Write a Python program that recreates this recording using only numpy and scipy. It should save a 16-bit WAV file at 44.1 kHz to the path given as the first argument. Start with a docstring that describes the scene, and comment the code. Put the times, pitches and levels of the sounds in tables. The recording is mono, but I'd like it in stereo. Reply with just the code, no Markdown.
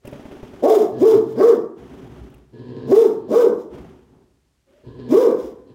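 """Two big dogs bark at a living-room window: six deep barks in three runs, two of the runs led in by a low growl.
Each bark is a stack of shaky partials on an arch of pitch, hoarse at both ends, with rasp, hiss and a room tail.
Growls are uneven pulses through muzzle resonances; one faint whine is a gliding sine.
Paws thud on ringing floor modes and scuff as shaped noise, a collar ticks, and a limiter holds the peaks."""
import sys
import numpy as np
from scipy import signal
from scipy.fft import rfft, irfft
from scipy.io import wavfile
from scipy.ndimage import uniform_filter1d, minimum_filter1d

SR = 44100
rng = np.random.default_rng(int(sys.argv[2]) if len(sys.argv) > 2 else 0)


def wav_record(signal):
    """Record a signal, one row per channel, as 16-bit PCM in the file named by sys.argv[1]."""
    frames = np.transpose(np.atleast_2d(signal))
    bounded = np.clip(frames, -1, 1)
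    # unit amplitude maps onto the largest positive 16-bit level
    quanta = np.round(bounded * 32767).astype(np.int16)
    wavfile.write(sys.argv[1], SR, quanta)


N = 253134
TIME = np.arange(N) / SR


def from_db(db):
    """Decibels to amplitude gain."""
    return 10 ** (np.asarray(db) / 20)


def rms_one(x):
    """Scales a signal to rms 1."""
    return x / np.sqrt(np.mean(np.abs(x) ** 2) + 1e-20)


def in_time(rows):
    """A soft-edged gate that is open while the table lasts, then each column as a curve."""
    s, *columns = np.transpose(rows)
    gate = uniform_filter1d(1. * ((TIME >= s[0]) & (TIME <= s[-1])), size=400)
    return [gate] + [np.interp(TIME, s, c) for c in columns]


def at_hz(points, hz):
    """Reads a table on a log-frequency axis."""
    f, value = np.transpose(points)
    return np.interp(np.log(hz + 1e-9), np.log(f), value)


def envelope(start, length, attack_s, fade_db_per_s, swell_db_per_s=0.):
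    """Attack, a hold that may swell, then a steady fade; swell gain is 1 in the middle of the hold."""
    t = TIME - start
    swell_db = swell_db_per_s * (np.clip(t, 0, length) - length / 2)
    fade_db = fade_db_per_s * np.maximum(t - length, 0)
    attack = np.clip(t / attack_s, 0, 1) ** 2
    return attack * from_db(np.maximum(swell_db - fade_db, -200))


def flutter(hz, count=N):
    """Random wavering up to about hz; rms 1."""
    sos = np.tile(signal.butter(2, hz, fs=SR, output="sos"), (2, 1))
    settled = signal.sosfilt(sos, rng.standard_normal(count + 4000))[4000:]
    return rms_one(settled)


def noise(spectrum, alike=0., ripple_db=0.):
    """Stereo noise, steep past the spectrum's ends, with a random ripple of ripple_db along it; mid rms 1."""
    hz = np.linspace(1, SR / 2, 2 ** 17 + 1)
    low_end = 1 / (1 + (spectrum[0][0] / hz) ** 4)
    high_end = 1 / (1 + (hz / spectrum[-1][0] / 1.3) ** 8)
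    ripple = ripple_db * flutter(44, len(hz))
    gain = from_db(at_hz(spectrum, hz) + ripple) * low_end * high_end
    mid, side = irfft(rfft(rng.standard_normal((2, 2 ** 18))) * gain)[:, :N]
    # alike is the likeness of left and right
    alike = np.clip(alike, -.5, .98)
    width = np.sqrt((1 - alike) / (1 + alike))
    return rms_one(mid) + width * rms_one(side) * [[1], [-1]]


def resonant_noise(hz, width_hz):
    """Turbulence ringing in one resonance; rms 1."""
    sos = signal.butter(2, [hz - width_hz / 2, hz + width_hz / 2], "band", fs=SR, output="sos")
    return rms_one(signal.sosfilt(sos, rng.standard_normal(N)))


def ring(x, modes):
    """Each mode answers a unit click with a dying sine."""
    out = 0
    for hz, db, t60 in modes:
        radius = from_db(-60 / (t60 * SR))
        w = 2 * np.pi * hz / SR
        poles = [1, -2 * radius * np.cos(w), radius * radius]
        out = out + from_db(db) * signal.lfilter([0, np.sin(w)], poles, x + 1e-18)
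    return out


# Decay of the room: pitch_hz, t60_s
ROOM_DECAY = [(100, 0.51), (250, 0.743), (430, 0.389), (700, 0.627), (1200, 0.52), (2000, .55),
              (3500, 0.22), (8000, 0.23), (16000, .22)]
MIC_LAG_S = 0.0004147


def room(x, wet_db, shared_hz=190):
    """Direct sound, reaching the left port first, plus dense reflections with a decay time for each band."""
    t, tail = TIME[:SR], 0
    edges = np.geomspace(50, 18000, 13)
    for low, high in zip(edges, edges[1:]):
        hz = np.sqrt(low * high)
        sos = signal.butter(2, [low, high], "band", fs=SR, output="sos")
        mid, side = signal.sosfilt(sos, rng.standard_normal((2, SR)))
        # long waves reach both ports alike
        band = mid + side * [[1], [-1]] / (1 + (shared_hz / hz) ** 4)
        band = band * from_db(-60 * t / at_hz(ROOM_DECAY, hz)) * np.minimum(t / .006, 1)
        tail = tail + band * np.sqrt(2 * (high - low) / SR / np.sum(band ** 2, axis=1, keepdims=True))
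    direct = np.array([x, np.interp(TIME - MIC_LAG_S, TIME, x)])
    return direct + from_db(wet_db) * signal.fftconvolve(x[None], tail, axes=1)[:, :N]


# Background of the house: pitch_hz, level_db (per Hz, relative)
HOUSE_SPECTRUM = [(25, -20), (58, -1.5), (125, -9.5), (170, -14.5), (290, -22), (960, -27.5), (4200, -32),
                  (8000, -34.5), (16000, -45.5)]


def house(level_db=-66.5):
    """Steady low-heavy noise, mostly alike on both sides."""
    return from_db(level_db) * noise(HOUSE_SPECTRUM, alike=.7)


SHUFFLE_ATTACK_S, SHUFFLE_FADE_DB_PER_S = 0.063, 67.5
RUMBLE_BUILD_DB_PER_S = 20.5   # the floor shakes more as the weight comes over
# Floor rumble: pitch_hz, level_db (per Hz, relative)
RUMBLE_SPECTRUM = [(32, -25.5), (40, -8), (50, -11.5), (63, 3.5), (85, -15), (130, -4), (180, -11.5),
                   (300, -33.5)]


def lunges(level_db=-68.0, length_s=0.29):
    """The floor rumbles as the dog throws its weight into each bark."""
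    weight = sum(envelope(start, length_s, SHUFFLE_ATTACK_S, SHUFFLE_FADE_DB_PER_S) for start, *_ in BARK_CUES)
    return from_db(level_db) * weight * noise(RUMBLE_SPECTRUM, alike=.85)


# Pads dragging on the pile: pitch_hz, level_db (per Hz, relative)
SCUFF_SPECTRUM = [(88, -33), (150, -13.5), (237, 0), (274, 2.5), (331, -7.5), (367, 4.5), (517, -13.5),
                  (767, -13.5), (985, -17.5), (1800, -30.5), (2340, -51.5), (3960, -120)]
# Brighter brush of cloth and pile: pitch_hz, level_db (per Hz, relative)
RUSTLE_SPECTRUM = [(800, -7.5), (1200, 0), (2700, -6), (3200, -5.5), (4200, -15), (6000, -15),
                   (8000, -21.5), (16000, -26)]
# Dogs shuffling on the carpet: start_s, length_s, rumble_db, scuff_db, rustle_db (before the layer trims)
SHUFFLE_CUES = [(.005, 0.596, -53.5, -42, -56), (1.734, 0.496, -38.5, -42.5, -58),
                (3.673, 0.1454, -37, -39.5, -57), (4.059, 0.1076, -53.5, -58, -87.5),
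                (4.642, 0.179, -80, -61, -69), (4.822, 0.05, -37, -67.5, -85),
                (5.363, 0.096, -43.5, -42, -65.5)]


def carpet(rumble_db=-6.5, scuff_db=0.0, rustle_db=0.0, grain_db=1.35):
    """Shifting weight shakes the floor while pads and cloth drag unevenly over the pile."""
    rumble = scuff = rustle = 0
    for start, length, low_db, mid_db, high_db in SHUFFLE_CUES:
        weight = envelope(start, length, SHUFFLE_ATTACK_S, SHUFFLE_FADE_DB_PER_S, RUMBLE_BUILD_DB_PER_S)
        motion = envelope(start, length, SHUFFLE_ATTACK_S, SHUFFLE_FADE_DB_PER_S)
        rumble = rumble + weight * from_db(low_db + rumble_db)
        scuff = scuff + motion * from_db(mid_db + scuff_db)
        rustle = rustle + motion * from_db(high_db + rustle_db)
    drag = scuff * noise(SCUFF_SPECTRUM, alike=0.077) + rustle * noise(RUSTLE_SPECTRUM, alike=0.062)
    # a likeness of 1 is held at the upper limit of noise(): nearly mono
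    return rumble * noise(RUMBLE_SPECTRUM, alike=1.0) + drag * from_db(grain_db * flutter(60))


# Buckle colour: pitch_hz, level_db (per Hz, relative)
BUCKLE_SPECTRUM = [(1500, -16.5), (2600, 6), (4000, -19), (5600, -9), (9000, -12), (13000, -8), (16000, -6)]
# Collar ticks: start_s, level_db (before the collar trim)
TICK_CUES = [(0.054, -28.5), (0.0744, -23), (0.1141, -33.5), (2.301, -41), (2.3432, -34), (2.38, -46.5)]


def collar(decay_s=0.003, level_db=-12.5):
    """The buckle's loose parts chatter for a few milliseconds at each jolt."""
    jolts = 0
    for s, db in TICK_CUES:
        jolts = jolts + from_db(db + level_db) * (TIME >= s) * np.exp(-np.abs(TIME - s) / decay_s)
    return uniform_filter1d(jolts, size=300) * noise(BUCKLE_SPECTRUM, ripple_db=-3.5)


def knocks(events, modes, contact_s):
    """Each contact is a short burst of tiny impacts into the modes."""
    force = np.zeros(N)
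    for s, db in events:
        burst = rng.standard_normal(2000) * np.exp(-TIME[:2000] / contact_s)
        start = int(s * SR)
        force[start:start + len(burst)] += from_db(db) * burst / np.linalg.norm(burst)
    return ring(force, modes)


def scrapes(level_db=-30.5, attack_s=0.0047, length_s=0.0054, fade_db_per_s=400):
    """Each paw skids briefly on the pile as it lands."""
    skids = sum(from_db(db + level_db) * envelope(s, length_s, attack_s, fade_db_per_s) for s, db in PAW_CUES)
    return skids * noise(RUSTLE_SPECTRUM, alike=.1)


# Paw falls and knocks: start_s, level_db (strength of the contact)
PAW_CUES = [(0.049, -25.5), (0.077, -26), (0.127, -20.5), (0.155, -27), (0.195, -26.5), (0.254, -24.5),
            (0.312, -24), (0.364, -28), (0.43, -24), (0.534, -28.5), (2.24, -44.5)]
# What a paw sets ringing in the floor: pitch_hz, level_db, t60_s
FLOOR_RING = [(63.4, -31.5, .25), (141, -16.5, 0.11), (287, -9, 0.069), (386, -12, 0.044),
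              (591.4, -4, 0.037), (776.7, -3.5, 0.018)]


def paws():
    """Thuds ring the floor modes in the room; the skids stay dry."""
    return room(knocks(PAW_CUES, FLOOR_RING, contact_s=0.0079), wet_db=-9.0) + scrapes()


WHINE_GLIDE_HZ_PER_S, WHINE_ATTACK_S, WHINE_FADE_DB_PER_S = 620, 0.021, 109.5


def whine(start, length, hz, level_db, waver=0.032):
    """One faint unsteady tone through the nose, gliding upward."""
    pitch = hz + WHINE_GLIDE_HZ_PER_S * np.clip(TIME - start, 0, 2 * length)
    tone = np.sin(2 * np.pi * np.cumsum(pitch * (1 + waver * flutter(120))) / SR)
    return from_db(level_db) * envelope(start, length, WHINE_ATTACK_S, WHINE_FADE_DB_PER_S) * tone


GROWL_ATTACK_S, GROWL_FADE_DB_PER_S, GROWL_SWELL_DB_PER_S = 0.0351, 346, 23
GROWL_CLIMB_HZ_PER_S = 53
# Nearly closed muzzle: pitch_hz, width_hz, level_db
MUZZLE_RESONANCES = [(122, 63.4, -3.5), (282, 84, 1), (397.1, 92, 0.5), (982, 81, -11), (1644, 190, -25),
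                     (3594, 1276, -32)]


def growl(start, length, hz, level_db, jitter=.08, waver_db=3.0, shimmer_db=3.5, air=0.071, limp=0.26):
    """Slow pulses of the folds, strong and weak in turn, with a little air, into the muzzle's resonances."""
    pitch = hz + GROWL_CLIMB_HZ_PER_S * (np.clip(TIME - start, 0, length) - length / 2)
    cycles = np.floor(np.cumsum(pitch * (1 + jitter * flutter(60))) / SR)
    strength = (1 + limp * (-1) ** cycles) * from_db(shimmer_db * flutter(90) + waver_db * flutter(17))
    pulses = np.diff(cycles, prepend=0) * strength + air * rng.standard_normal(N)
    voice = 0
    for centre, width, db in MUZZLE_RESONANCES:
        band = [max(centre - width / 2, 20), centre + width / 2]
        resonance = signal.butter(2, band, "band", fs=SR, output="sos")
        voice = voice + from_db(db) * signal.sosfilt(resonance, pulses)
    shape = envelope(start, length, GROWL_ATTACK_S, GROWL_FADE_DB_PER_S, GROWL_SWELL_DB_PER_S)
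    return from_db(level_db) * shape * rms_one(voice)


# Growls: start_s, length_s, pitch_hz (at mid-length), level_db (before the room mix)
GROWL_CUES = [(0.895, .11, 132, -32.5), (1.116, 0.049, 125, -28), (1.218, .14, 128, -37),
              (2.503, .385, 121, -35), (3.118, .17, 129, -41.5), (4.813, .285, 122, -37),
              (5.636, .07, 88, -42.5)]
# Thin whine: start_s, length_s, pitch_hz (at the start), level_db (before the room mix)
WHINE_CUES = [(4.66, .11, 525.9, -52)]


def growls_and_whine():
    """The quieter voices share one place in the room."""
    throat = sum(growl(*row) for row in GROWL_CUES) + sum(whine(*row) for row in WHINE_CUES)
    return from_db(-3.0) * room(throat, wet_db=1.0) * from_db([[-1.2], [1.2]])


# the hiss jumps up with the attack, swells, holds and dies away
HISS_PEAK_S, HISS_HOLD_S, HISS_FADE_S = 0.0805, 0.05516, 0.224
HISS_START_DB, HISS_ATTACK_DB, HISS_END_DB = -23.5, -8, -35.5
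PUFF_ATTACK_S, PUFF_FADE_DB_PER_S = 0.06, 185.5
# Air past the teeth: pitch_hz, level_db (per Hz, relative)
HISS_SPECTRUM = [(1500, 8), (2100, 0), (2600, -4), (3300, 3.5), (4100, -4.5), (5100, 1), (6000, -3),
                 (6600, -4.5), (8500, -11.5), (12000, -21), (16000, -26.5)]
# Top octave of the hiss: pitch_hz, level_db (per Hz, relative)
SIZZLE_SPECTRUM = [(7000, -2), (11000, -0.355), (16000, 0)]
# Soft puffs of air after a bark: start_s, length_s, level_db
PUFF_CUES = [(1.241, 0.089, -61), (3.557, 0.023, -55), (5.336, 0.1363, -57)]


def breath(sizzle_db=-4.5, sputter_db=1.6):
    """Each bark's blast of air makes a sputtering hiss past the teeth; softer puffs follow some barks."""
    hiss = sum(from_db(db) * envelope(s, length, PUFF_ATTACK_S, PUFF_FADE_DB_PER_S) for s, length, db in PUFF_CUES)
    for start, attack_s, *_, hiss_db in BARK_CUES:
        fading = start + HISS_PEAK_S + HISS_HOLD_S
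        gate, shape_db = in_time([(start, HISS_START_DB), (start + attack_s, HISS_ATTACK_DB),
                                  (start + HISS_PEAK_S, 0), (fading, 0), (fading + HISS_FADE_S, HISS_END_DB)])
        hiss = hiss + gate * from_db(hiss_db + shape_db)
    # a harder blast carries a slightly larger share of sizzle
    sizzle_share = (hiss / hiss.max()) ** 0.091 * from_db(sizzle_db)
    sizzle = sizzle_share * noise(SIZZLE_SPECTRUM, ripple_db=-3.5)
    air = noise(HISS_SPECTRUM, alike=-.05, ripple_db=2.8) + sizzle
    return hiss * from_db(sputter_db * flutter(180)) * air


THROAT_RUSH_HZ, THROAT_RUSH_WIDTH_HZ, THROAT_RUSH_DB = 600, 80, -22
MOUTH_RUSH_DB, MOUTH_RUSH_WIDTH_HZ = -36.5, 110
RUSH_S, RUSH_FADE_DB_PER_S, RUSH_FOLLOWS_SNAP = 0.06, 295.5, .6


def rush():
    """As the jaws part, air rings the throat and the mouth: the stronger the snap, the louder."""
    throat = from_db(THROAT_RUSH_DB) * resonant_noise(THROAT_RUSH_HZ, THROAT_RUSH_WIDTH_HZ)
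    out = 0
    for start, *_, snap_db, mouth_hz, mouth_db, _ in BARK_CUES:
        mouth = from_db(MOUTH_RUSH_DB + mouth_db) * resonant_noise(mouth_hz, MOUTH_RUSH_WIDTH_HZ)
        blast = from_db(RUSH_FOLLOWS_SNAP * snap_db) * envelope(start, RUSH_S, RUSH_S, RUSH_FADE_DB_PER_S)
        out = out + blast * (throat + mouth)
    return out


# every bark scoops up to a shoulder, arches over its top, breaks downward and trails off in a grumble
BREAK_S, GRUMBLE_S = 0.031, 0.077
START_HZ, ATTACK_HZ, DROP_HZ, BREAK_HZ, GRUMBLE_HZ = 186.76, 254.52, 401.49, 231.44, 138
# loudness at those stages against the top of the arch; the folds are roughest when barely driven
START_DB, ATTACK_DB, SAG_DB, BREAK_DB, GRUMBLE_DB = -24.5, -10, -2.5, -20, -31.5
START_ROUGH, BREAK_ROUGH, GRUMBLE_ROUGH = 0.523, 0.18, 1
# the overtone lift starts at snap_db, settles lower, then rises again as the pitch breaks
SETTLE_S, SETTLED_LIFT_DB, BREAK_LIFT_DB = 0.0067, -3.5, 2
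MOUTH_SETTLED_SHARE = 0.21   # part of the mouth resonance left after settling; it fades out by the break


def bark_gesture(start, attack_s, rise_s, hold_s, shoulder_hz, top_hz, top_share, db, punch_db, rough, snap_db,
                 arch_power=1.9068):
    """One push of air: its gate, pitch, level, roughness, overtone lift and mouth share in time."""
    caught, shoulder = start + attack_s, start + rise_s
    top, drop = shoulder + hold_s * top_share, shoulder + hold_s
    broken, end = drop + BREAK_S, drop + BREAK_S + GRUMBLE_S
    gate, pitch, level_db, roughness = in_time([
        (start, START_HZ, START_DB, START_ROUGH),
        (caught, ATTACK_HZ, ATTACK_DB, (START_ROUGH + rough) / 2),
        (shoulder, shoulder_hz, punch_db, rough),
        (top, shoulder_hz, 0, rough),
        (drop, DROP_HZ, SAG_DB, rough),
        (broken, BREAK_HZ, BREAK_DB, BREAK_ROUGH),
        (end, GRUMBLE_HZ, GRUMBLE_DB, GRUMBLE_ROUGH)])
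    # the arch lifts the pitch all the way to top_hz at its crest
    arch = 1 - np.interp(TIME, [shoulder, top, drop], [1, 0, 1]) ** arch_power
    pitch = pitch + (top_hz - pitch) * arch
    lift_times = [shoulder, shoulder + SETTLE_S, drop, broken]
    lift_db = np.interp(TIME, lift_times, [snap_db, SETTLED_LIFT_DB, SETTLED_LIFT_DB, BREAK_LIFT_DB])
    mouth_share = np.interp(TIME, lift_times, [1, MOUTH_SETTLED_SHARE, MOUTH_SETTLED_SHARE, 0])
    return gate, pitch, db + level_db, roughness, lift_db, mouth_share


MOUTH_WIDTH_HZ = 90
# Throat gain on each partial: pitch_hz, level_db
THROAT_GAIN = [(100, -8.5), (170, -13.5), (240, -3), (450, 1), (570, 0), (720, -9.5), (840, -12),
               (1100, -6.5), (1500, -21.5), (2200, -29.5), (3000, -33)]
# Turbulence at the folds: pitch_hz, level_db (per Hz, relative)
RASP_SPECTRUM = [(420, -7.5), (560, -2), (720, -17), (850, -5.5), (1150, 3.5), (1400, -8), (2100, -22),
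                 (2600, -31), (4000, -23)]


def bark(gesture, mouth_hz, mouth_db, jitter=0.045, chaos_hz=72, overtone_chaos=0.7, slope_db=-8.0,
         half_db=-3.0, rasp_db=-20.5, brighten=0.1, firm_db=3.5):
    """Vocal folds driven hard: the pitch jitters, every partial shakes, and uneven cycles add half-way partials."""
    gate, *curves = bark_gesture(*gesture)
    on, out = gate > 1e-6, np.zeros(N)
    pitch, level_db, rough, lift_db, mouth_share = [c[on] for c in curves]
    count, rough = len(pitch), np.clip(rough, .02, 1)
    phase = 2 * np.pi * np.cumsum(pitch * (1 + jitter * rough * flutter(190, count))) / SR
    # the harder the push, the more sharply the folds close and the stronger the overtones
    bright_db = lift_db + brighten * (level_db - firm_db)
    # partials 1, 1.5, 2 ... 8
    for k in np.arange(2, 17) / 2:
        shake = flutter(chaos_hz, count) + 1j * flutter(chaos_hz, count)
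        depth = rough * (1 if k == 1 else overtone_chaos * k)
        if k % 1:
            strength = from_db(half_db) * np.sqrt(rough) * shake
        else:
            strength = (1 + depth * shake) / np.sqrt(.5 + depth ** 2)
        mouth_gain_db = mouth_share * mouth_db / (1 + ((k * pitch - mouth_hz) / MOUTH_WIDTH_HZ) ** 2)
        tract_db = at_hz(THROAT_GAIN, k * pitch) + mouth_gain_db
        folds_db = level_db + slope_db * np.log2(k) + bright_db * (k > 1)
        out[on] += np.real(strength * np.exp(1j * k * phase)) * from_db(folds_db + tract_db)
    # turbulence puffs out each time the folds open
    puffs = (1 + np.cos(phase)) * noise(RASP_SPECTRUM, ripple_db=9.0).mean(axis=0)[on]
    out[on] += puffs * np.sqrt(rough) * from_db(level_db + bright_db + rasp_db)
    return out * gate


# Barks: start_s, attack_s, rise_s, hold_s, shoulder_hz, top_hz, top_share (place of the top in the hold, 0-1),
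# level_db (relative), punch_db (at the shoulder), roughness (0-1), snap_db (overtone lift as the jaws snap open),
# mouth_hz, mouth_db, hiss_db
BARK_CUES = [(.624, .018, .050, 0.0928, 362.1, 446, .36, 0, -4.5, 0.11, 13.5, 719.2, 12, -35),
             (0.979, .032, 0.05443, 0.1115, 381.6, 452.9, .26, -2.5, 5, 0.14, -1.5, 1111, 10, -39.5),
             (1.356, 0.03704, .056, .110, 393.9, 479.7, .60, -3.5, -1.5, 0.15, 10, 1184, 10, -43),
             (2.87, .042, 0.053, .126, 374.9, 463.3, .70, -2.5, 3.5, 0.06, 6.5, 1090, 3.5, -38),
             (3.282, .036, .064, 0.1146, 433.7, 494.1, .38, -2.5, -5.5, 0.3, 8, 1185, 10, -41),
             (5.085, 0.02966, .060, 0.1222, 375.9, 512.2, 0.6, -1, 1.5, 0.23, 1, 1135, 14, -37.5)]
# Standing waves of the room: pitch_hz, level_db, t60_s
ROOM_MODES = [(132, -64.5, 0.39), (446.2, -69.5, 0.53)]


def barks():
    """Folds and rushing air excite the room's standing waves and its reflections."""
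    voice = sum(bark(gesture, mouth_hz, mouth_db) for *gesture, mouth_hz, mouth_db, _ in BARK_CUES) + rush()
    voice = voice + ring(voice, ROOM_MODES)
    return from_db(-5.5) * room(voice, wet_db=0.0) * from_db([[-1.0], [.8]])


def scene():
    """The dogs' voices and paw thuds sound through the room, with the other layers dry over a quiet background."""
    floor = (carpet() + lunges()) * from_db([[-1.0], [1.0]])
    return house() + floor + collar() + paws() + growls_and_whine() + breath() + barks()


def record(dry, ceiling=0.899, release_db_per_s=120, cutoff_hz=15900):
    """A look-ahead limiter holds the barks under full scale; the top is cut."""
    over_db = np.maximum(20 * np.log10(np.abs(dry).max(axis=0) / ceiling + 1e-9), 0)
    # gain reduction jumps to each peak and recovers at a steady rate
    held_db = np.maximum.accumulate(over_db + release_db_per_s * TIME) - release_db_per_s * TIME
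    gain_db = uniform_filter1d(minimum_filter1d(-held_db, size=200), size=200)
    low_pass = signal.ellip(12, .1, 90, cutoff_hz, fs=SR, output="sos")
    return signal.sosfilt(low_pass, dry * from_db(gain_db))


dry = scene()
out = record(dry)
wav_record(out)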